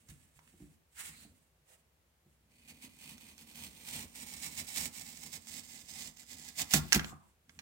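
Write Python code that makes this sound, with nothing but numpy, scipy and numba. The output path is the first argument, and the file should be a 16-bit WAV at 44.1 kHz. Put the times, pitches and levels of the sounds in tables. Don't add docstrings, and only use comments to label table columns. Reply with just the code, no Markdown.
import sys
import numpy as np
from scipy import signal
from scipy.fft import rfft, irfft, next_fast_len
from scipy.io import wavfile
from numba import njit

SR = 44100
rng = np.random.default_rng(int(sys.argv[2]) if len(sys.argv) > 2 else 0)


def pcm_store(signal):
    levels = np.round(np.clip(np.atleast_2d(signal), -1, 1) * 32767)
    wavfile.write(sys.argv[1], SR, levels.astype(np.int16).T)


N = 335601
T = np.arange(N) / SR

# (time [s], pitch of the resonances [ratio],
# hollow under the hand [dB], left microphone [dB], ring of the board [dB], highest treble [dB])
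HAND_PATH = [(0, 1.0, -7, -4, 3, -5), (2.6, 1.206, -0.5, 0.5, 8.5, -6.5), (3.6, 1.194, -5, -1.5, -5, -2.5),
             (4.4, 1.08, 4.5, -0.5, -4.5, 1.5), (5.0, 1.067, 4, -1.5, -6.5, 4),
             (5.6, 1.012, 4, -1.5, -12.5, -1.5), (6.4, 0.98, 4, -1, -4.5, -4.5),
             (6.75, 0.99, 0, -1, -10.5, 0), (7.1, 0.95, -14.5, 4, -5, -7.5)]
# (time [s], relative level [dB], contact time [s])
BENCH_BLOWS = [(.091, -33, 0.0068), (.111, -42, 0.003), (0.361, -42, 0.0074), (.535, -52, 0.0013),
               (0.601, -45.5, 0.0021), (0.617, -41.5, 0.0029), (.634, -45.5, 0.0021), (1.083, -48, 0.0028),
               (1.248, -54, 0.0011), (2.261, -54.5, 0.0015), (6.739, -18, 0.0014), (6.748, -23, 0.006),
               (6.765, -32.5, 0.0034), (6.826, -44, 0.0018), (6.853, -44.5, 0.0016), (6.945, -32, 0.0012),
               (6.9594, -20.5, 0.0013), (7.126, -42.5, 0.00032), (7.56, -49, 0.005)]


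def cutting(effort):
    # (frequency [Hz], gain [dB])
    fibre_tone = [(200, -43.5), (450, -11), (800, -5.5), (1300, -13.5), (2000, -2), (3200, 1), (4500, 0),
                  (6000, -4), (8500, -2.5), (10200, -4.5), (12300, -4.5), (15500, -1.5)]
    # (frequency before the hand's ratio [Hz], width [Hz], gain [dB])
    board_modes = [(2010, 340, 0.5), (3730, 360, -7.5)]
    hollow_modes = [(2080, 300, -2.5), (5210, 510, 3), (6390, 810, 3.5), (7430, 980, 7)]
    pitch, hollow_db, left_db, board_db, top_db = (curve(HAND_PATH, column=k) for k in range(1, 6))
    slips_db = 0.71 * flutter(45) + 1.5 * flutter(260)
    fibres = unit(grains(rate=3000, spread_db=3.5, hiss=1.0) * undb(slips_db)) * effort
    fibres = fibres + (undb(top_db) - 1) * pass_band(fibres, 10500, "high")
    left, right = microphones(fibres, fibre_tone, echo_db=-1, blur_db=2, left_db=0, blur_s=0.0006)

    def ring(x, modes):
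        return sum(undb(db) * resonate(x, hz * pitch, float(width)) for hz, width, db in modes)

    left = undb(left_db) * (left + undb(board_db) * ring(left, board_modes))
    right = right + undb(board_db) * ring(right, board_modes) + undb(hollow_db) * ring(right, hollow_modes)
    return undb(5) * np.array([left, right])


def blade_effort():
    # (time [s], length [s], relative level [dB])
    pushes = [(2.69, 0.02, -55), (2.826, 0.036, -53.5), (2.995, .045, -58), (3.05, 0.091, -55),
              (3.205, 0.11, -58.5), (3.385, 0.049, -57.5), (3.48, 0.049, -58), (3.558, .11, -49),
              (3.875, .16, -46), (3.955, 0.013, -42.5), (4.158, .045, -51.5), (4.212, .018, -45.5),
              (4.265, .125, -53), (4.425, 0.054, -45.5), (4.51, 0.12, -56), (4.58, 0.03, -42.5),
              (4.675, 0.057, -50.5), (4.76, 0.04, -39), (4.81, 0.052, -42), (4.947, 0.074, -52.5),
              (5.055, 0.068, -54.5), (5.215, 0.066, -52.5), (5.33, 0.033, -48), (5.476, 0.021, -53),
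              (5.52, 0.069, -47.5), (5.69, .125, -55.5), (5.89, 0.053, -53), (5.955, 0.13, -49.5),
              (6.178, .045, -59), (6.298, 0.047, -50.5), (6.368, 0.072, -56), (6.45, 0.043, -51.5),
              (6.588, .03, -35), (6.737, 0.0092, -24.5), (6.752, 0.021, -30), (6.952, 0.0035, -27)]
    # (time [s], relative level [dB])
    creep = [(2.51, -76), (2.75, -66), (2.93, -67.5), (3.5, -64.5), (3.83, -56), (4.1, -64), (4.55, -56.5),
             (4.9, -63), (5.2, -56.5), (5.43, -64.5), (5.65, -58.5), (6.15, -67.5), (6.52, -63), (6.8, -55),
             (7.1, -58)]
    outside_s = np.maximum(creep[0][0] - T, 0) + np.maximum(T - creep[-1][0], 0)
    creeping = undb(curve(creep)) * np.exp(-outside_s / 0.014)
    return np.hypot(strokes(pushes, rise_s=0.013, fall_s=0.013, arch_db=1.5), creeping)


def clicking():
    # (time [s], relative level [dB], fade time [s], treble cutoff [Hz])
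    clicks = [(.087, -42.5, 0.0036, 12000), (0.391, -35, 0.0028, 1900), (.476, -41.5, 0.0022, 2200),
              (3.18, -41.5, 0.0024, 14000), (3.38, -43, .002, 14000), (3.42, -47, .003, 14000),
              (4.152, -50, .002, 14000), (5.471, -37.5, 0.0013, 14000), (6.171, -41, 0.0015, 14000),
              (6.232, -42, 0.00092, 14000), (6.737, -4, 0.0023, 14000), (6.741, -9, 0.0029, 14000),
              (6.9234, -9.5, 0.00036, 7070), (6.925, -7, 0.002, 7600), (6.9295, -4, 0.0013, 10000),
              (6.9432, -19, .002, 6900), (6.946, -11, 0.003, 13000), (6.954, -14, 0.0059, 3450),
              (6.96, -15, 0.00065, 10000), (6.9947, -9.5, 0.0037, 2720), (7.045, -15.5, 0.0016, 2400),
              (7.494, -33, 0.0029, 3000), (7.59, -25.5, 0.0046, 5050)]
    # (frequency [Hz], gain [dB])
    blade_tone = [(200, -20.5), (600, -15.5), (1050, -12), (1600, -3.5), (2200, -1.5), (3100, -4.5),
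                  (4600, -4.5), (6100, 2), (7200, 0), (8500, -10.5), (10200, -3), (12500, -7.5),
                  (15000, -4.5)]
    out, t = np.zeros(N), T[:SR // 20]
    for start, db, fade_s, cutoff_hz in clicks:
        crunch = rng.standard_normal(len(t)) * np.exp(-t / fade_s)
        crunch *= 1.75 / np.linalg.norm(crunch)
        crunch[0] += 0.4
        add(out, start, undb(db + 14) * pass_band(crunch, cutoff_hz, "low"))
    return microphones(out, blade_tone, echo_db=-9.5, blur_db=-14, left_db=-7, blur_s=0.005)


def knocking():
    # (frequency [Hz], relative level [dB], time to fade by 60 dB [s])
    bench_modes = [(62, -14, 0.37), (85.3, -12, 0.47), (147, -7, 0.29), (167, -5, 0.23), (199.6, 2, 0.085),
                   (290, -4.5, 0.13), (351, -4, 0.096), (416, -7, 0.043), (519, -9.5, 0.066),
                   (656, -8, 0.088), (767, 3, 0.053)]
    hz, mode_db, t60 = np.transpose(bench_modes)[:, :, None]
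    signs = (-1) ** np.arange(len(bench_modes))[:, None]
    out, t = np.zeros(N), T[:SR // 2]
    for start, db, contact_s in BENCH_BLOWS:
        spot = rng.standard_normal((len(bench_modes), 2))
        spot_hz = hz * (1 + 0.023 * spot[:, :1])
        spot_gain = signs * undb(mode_db + 4.2 * spot[:, 1:])
        notes = spot_gain * np.sin(2 * np.pi * spot_hz * t) * np.exp(-np.log(1000) * t / t60)
        push = np.sin(np.pi * t[t < contact_s] / contact_s)
        add(out, start, undb(db - 7.5) * signal.fftconvolve(notes.sum(axis=0), push / push.sum()))
    return out


def hand_moves():
    # (time [s], length [s], relative hiss level [dB], relative rumble level [dB])
    moves = [(.005, 0.018, -68, -84), (.045, 0.024, -86, -64.5), (.098, 0.011, -59, -63),
             (.13, .16, -73.5, -68.5), (.36, 0.015, -68.5, -86), (.43, 0.16, -72.5, -69.5),
             (.6, 0.13, -72, -63.5), (.995, 0.017, -44.5, -81), (1.035, 0.043, -50, -65),
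             (1.09, 0.15, -58.5, -62.5), (1.265, .07, -86, -63.5), (1.35, 0.097, -76, -78),
             (1.695, 0.043, -63, -90), (1.8, .3, -98, -83), (2.29, 0.047, -82, -75), (2.41, 0.12, -91, -76),
             (7.14, 0.16, -76.5, -84), (7.49, 0.14, -74.5, -64.5)]
    return [strokes(moves, rise_s=0.021, fall_s=0.033, arch_db=1, column=k) for k in (2, 3)]


def sliding(speed):
    # (frequency [Hz], gain [dB])
    paper_tone = [(200, -10), (450, -15), (1000, -13.5), (2100, 0), (3400, -2.5), (4500, -6), (5800, -4.5),
                  (8000, 4.5), (10300, -1), (13000, -10), (15500, -4)]
    hiss = unit(grains(rate=2500, spread_db=0, hiss=0.99) * undb(2.26 * flutter(60.54))) * speed
    return undb(7.5) * microphones(hiss, paper_tone, echo_db=3, blur_db=6, left_db=-2, blur_s=0.00074)


def brushing():
    # (time of peak [s], relative level [dB], rise and fall time [s], pitch [Hz], width [Hz])
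    brushes = [(1.002, -54, 0.03, 1840, 940), (1.14, -64, 0.034, 2150, 600),
               (1.19, -66.5, 0.081, 4200, 1000), (1.714, -72.5, 0.045, 600, 400),
               (7.01, -53, .03, 2190, 700), (7.085, -57.5, 0.038, 7440, 2220),
               (7.124, -57.5, 0.035, 1160, 280), (7.231, -72.5, 0.053, 882, 499)]
    out = np.zeros((2, N))
    for peak_s, db, swell_s, hz, width in brushes:
        centre = np.full(N, float(hz))
        rub = rng.standard_normal((2, N))
        for _ in range(2):
            rub = np.array([resonate(side, centre, float(width)) for side in rub])
        out += undb(db) * unit(rub) * np.exp(-((T - peak_s) / swell_s) ** 2)
    return out * undb([[-0.5], [3]])


def blade_drag(effort):
    lag_s, fade_db_per_s, mid_cut_s = 0.019, 1.14, 4.5
    late_effort = np.interp(T - lag_s, T, effort)
    level_db = -58.5 - fade_db_per_s * (T - mid_cut_s)
    return undb(level_db) * (late_effort / undb(-50)) ** 0.79


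def rumbling(drag, weight):
    # (frequency [Hz], gain [dB])
    rumble_tone = [(30, -31), (60, -17.5), (85, -8.5), (120, -11), (160, -1), (195, -3), (240, 2.5),
                   (285, -6), (380, -17.5), (520, -17), (900, -26), (3000, -66)]
    shake = unit(colour(grains(rate=580, spread_db=1, hiss=0.5), rumble_tone))
    return shake * (drag + undb(-6) * weight)


def handling_rumble(drag, weight):
    fade_s, blade_db, hand_db, blow_db = 0.028, -7, -8, -22.5
    # (frequency [Hz], gain [dB])
    handling_tone = [(25, -29.5), (45, -6), (62, -3.5), (86, 1), (110, -11), (200, -37)]
    carry = np.exp(-2 / (fade_s * SR))
    power = (1 - carry) * ((undb(blade_db) * drag) ** 2 + (undb(hand_db) * weight) ** 2)
    for start, db, _ in BENCH_BLOWS:
        add(power, start, [undb(db + blow_db) ** 2])
    loudness = np.sqrt(signal.lfilter([1], [1, -carry], power + 1e-18))
    deep = colour(rng.standard_normal((3, N)), handling_tone)
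    return loudness * (unit(deep[2]) + 0.28 * unit(deep[:2]))


def close_echoes(x, first_s, count=7):
    stretch, index, out = 1 / curve(HAND_PATH), np.arange(N), 0
    for k in range(count):
        lag = first_s * np.sqrt(2.2) ** k * stretch * SR
        out = out + (-1) ** k * np.interp(index - lag, index, x)
    return out / np.sqrt(count)


def microphones(x, tone, echo_db, blur_db, left_db, blur_s):
    # (frequency [Hz], gain [dB])
    left_shade = [(300, -7), (700, 3), (1300, 3.5), (2400, 0.5), (3500, -2), (4800, -5.5), (7500, -7),
                  (10000, -4), (12300, 1), (15000, -6)]
    carry = np.exp(-1 / (blur_s * SR))
    loudness = np.sqrt(signal.lfilter([1 - carry], [1, -carry], x ** 2 + 1e-18))
    blur = loudness * rng.standard_normal((2, N))
    direct = np.array([np.roll(x, 6), x])
    echoes = np.array([close_echoes(x, first_s=0.00135), close_echoes(x, first_s=0.00112)])
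    both = direct + undb(echo_db) * echoes + undb(blur_db) * blur
    both /= np.sqrt(1 + undb(echo_db) ** 2 + undb(blur_db) ** 2)
    left, right = colour(both, tone)
    return np.array([undb(left_db) * colour(left, left_shade), right])


def room_echo(x, t60, delay_s):
    t = T[:SR]
    tail = rng.standard_normal((2, SR)) * np.exp(-np.log(1000) * t / t60) * (t > delay_s)
    tail /= np.linalg.norm(tail, axis=1, keepdims=True)
    return signal.fftconvolve(np.atleast_2d(x), tail, axes=1)[:, :N]


def room_noise():
    # (frequency [Hz], gain [dB])
    air_tone = [(20, -27), (40, -17.5), (60, 0.5), (85, -5.5), (115, -12.5), (160, -10), (250, -20.5),
                (500, -15), (1200, -21), (2200, -22), (5000, -27.5), (9000, -27.5), (15500, -29.5)]
    noise = unit(colour(rng.standard_normal((3, N)), air_tone))
    bass, treble = pass_band(noise, 350, "low"), pass_band(noise, 350, "high")
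    return undb(-75) * (1.66 * bass[2] + 0.52 * bass[:2] + 1.2 * treble[:2])


def grains(rate, spread_db, hiss):
    sizes = undb(spread_db * np.minimum(rng.exponential(size=N), 4.5))
    snaps = (rng.random(N) < rate / SR) * sizes * rng.choice([-1, 1], N)
    return unit(unit(snaps) + hiss * rng.standard_normal(N))


def strokes(rows, rise_s, fall_s, arch_db, column=2):
    power = np.zeros(N)
    for row in rows:
        start, length = row[:2]
        near = slice(max(int((start - 0.2) * SR), 0), int((start + length + 0.3) * SR))
        t = T[near] - start
        arch = (2 * np.clip(t / length, 0, 1) - 1) ** 2
        edges = np.exp(np.minimum(t, 0) / rise_s - np.maximum(t - length, 0) / fall_s)
        power[near] += (undb(row[column] - arch_db * arch) * edges) ** 2
    return np.sqrt(power)


def flutter(rate):
    steps = rng.standard_normal(N // 10)
    return 1.2 * np.interp(T * rate, np.arange(len(steps)), steps)


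def colour(x, tone):
    size = 2 * next_fast_len(N // 2 + SR // 10)
    hz, db = np.transpose(tone)
    log_hz = np.log(np.maximum(np.fft.rfftfreq(size, 1 / SR), 1))
    gain = undb(np.interp(log_hz, np.log(hz), db))
    cepstrum = irfft(np.log(gain))
    cepstrum[1:size // 2] *= 2
    cepstrum[size // 2 + 1:] = 0
    return irfft(rfft(x, size) * np.exp(rfft(cepstrum)))[..., :N]


@njit
def resonate(x, hz, width):
    out, band_state, low_state = np.empty(len(x)), 0., 0.
    for i in range(len(x)):
        tuning, damping = np.tan(np.pi * hz[i] / SR), width / hz[i]
        band = (band_state + tuning * (x[i] - low_state)) / (1 + tuning * (tuning + damping))
        band_state = 2 * band - band_state
        low_state += 2 * tuning * band
        out[i] = damping * band
    return out


def pass_band(x, hz, side):
    return signal.sosfilt(signal.butter(2, hz, side, fs=SR, output="sos"), x)


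def undb(db):
    return 10 ** (np.asarray(db) / 20)


def unit(x):
    return x / np.sqrt(np.mean(x ** 2))


def curve(rows, column=1):
    rows = np.array(rows)
    return np.interp(T, rows[:, 0], rows[:, column])


def add(track, start_s, sound):
    start = min(int(start_s * SR), N - 1)
    track[start:start + len(sound)] += sound[:N - start]


def scene():
    # (frequency [Hz], gain [dB])
    wall_tone = [(300, 3), (800, 6.5), (1230, 14), (1700, 3), (5000, -6), (15000, -16)]
    effort = blade_effort()
    drag = blade_drag(effort)
    speed, weight = hand_moves()
    near = cutting(effort) + sliding(speed) + brushing() + clicking()
    bench = (rumbling(drag, weight) + knocking()) * undb([[-1], [0.8]])
    walls = undb(-12.5) * colour(room_echo(near.mean(axis=0), t60=0.36, delay_s=0.0073), wall_tone)
    boom = undb(-9.5) * room_echo(bench.mean(axis=0), t60=0.48, delay_s=0.003)
    return near + bench + walls + boom + handling_rumble(drag, weight) + room_noise()


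def record(dry):
    treble_cut = signal.ellip(10, 0.2, 80, 15950, fs=SR, output="sos")
    return signal.sosfilt(treble_cut, pass_band(dry, 38, "high"))


dry = scene()
out = record(dry)
pcm_store(out)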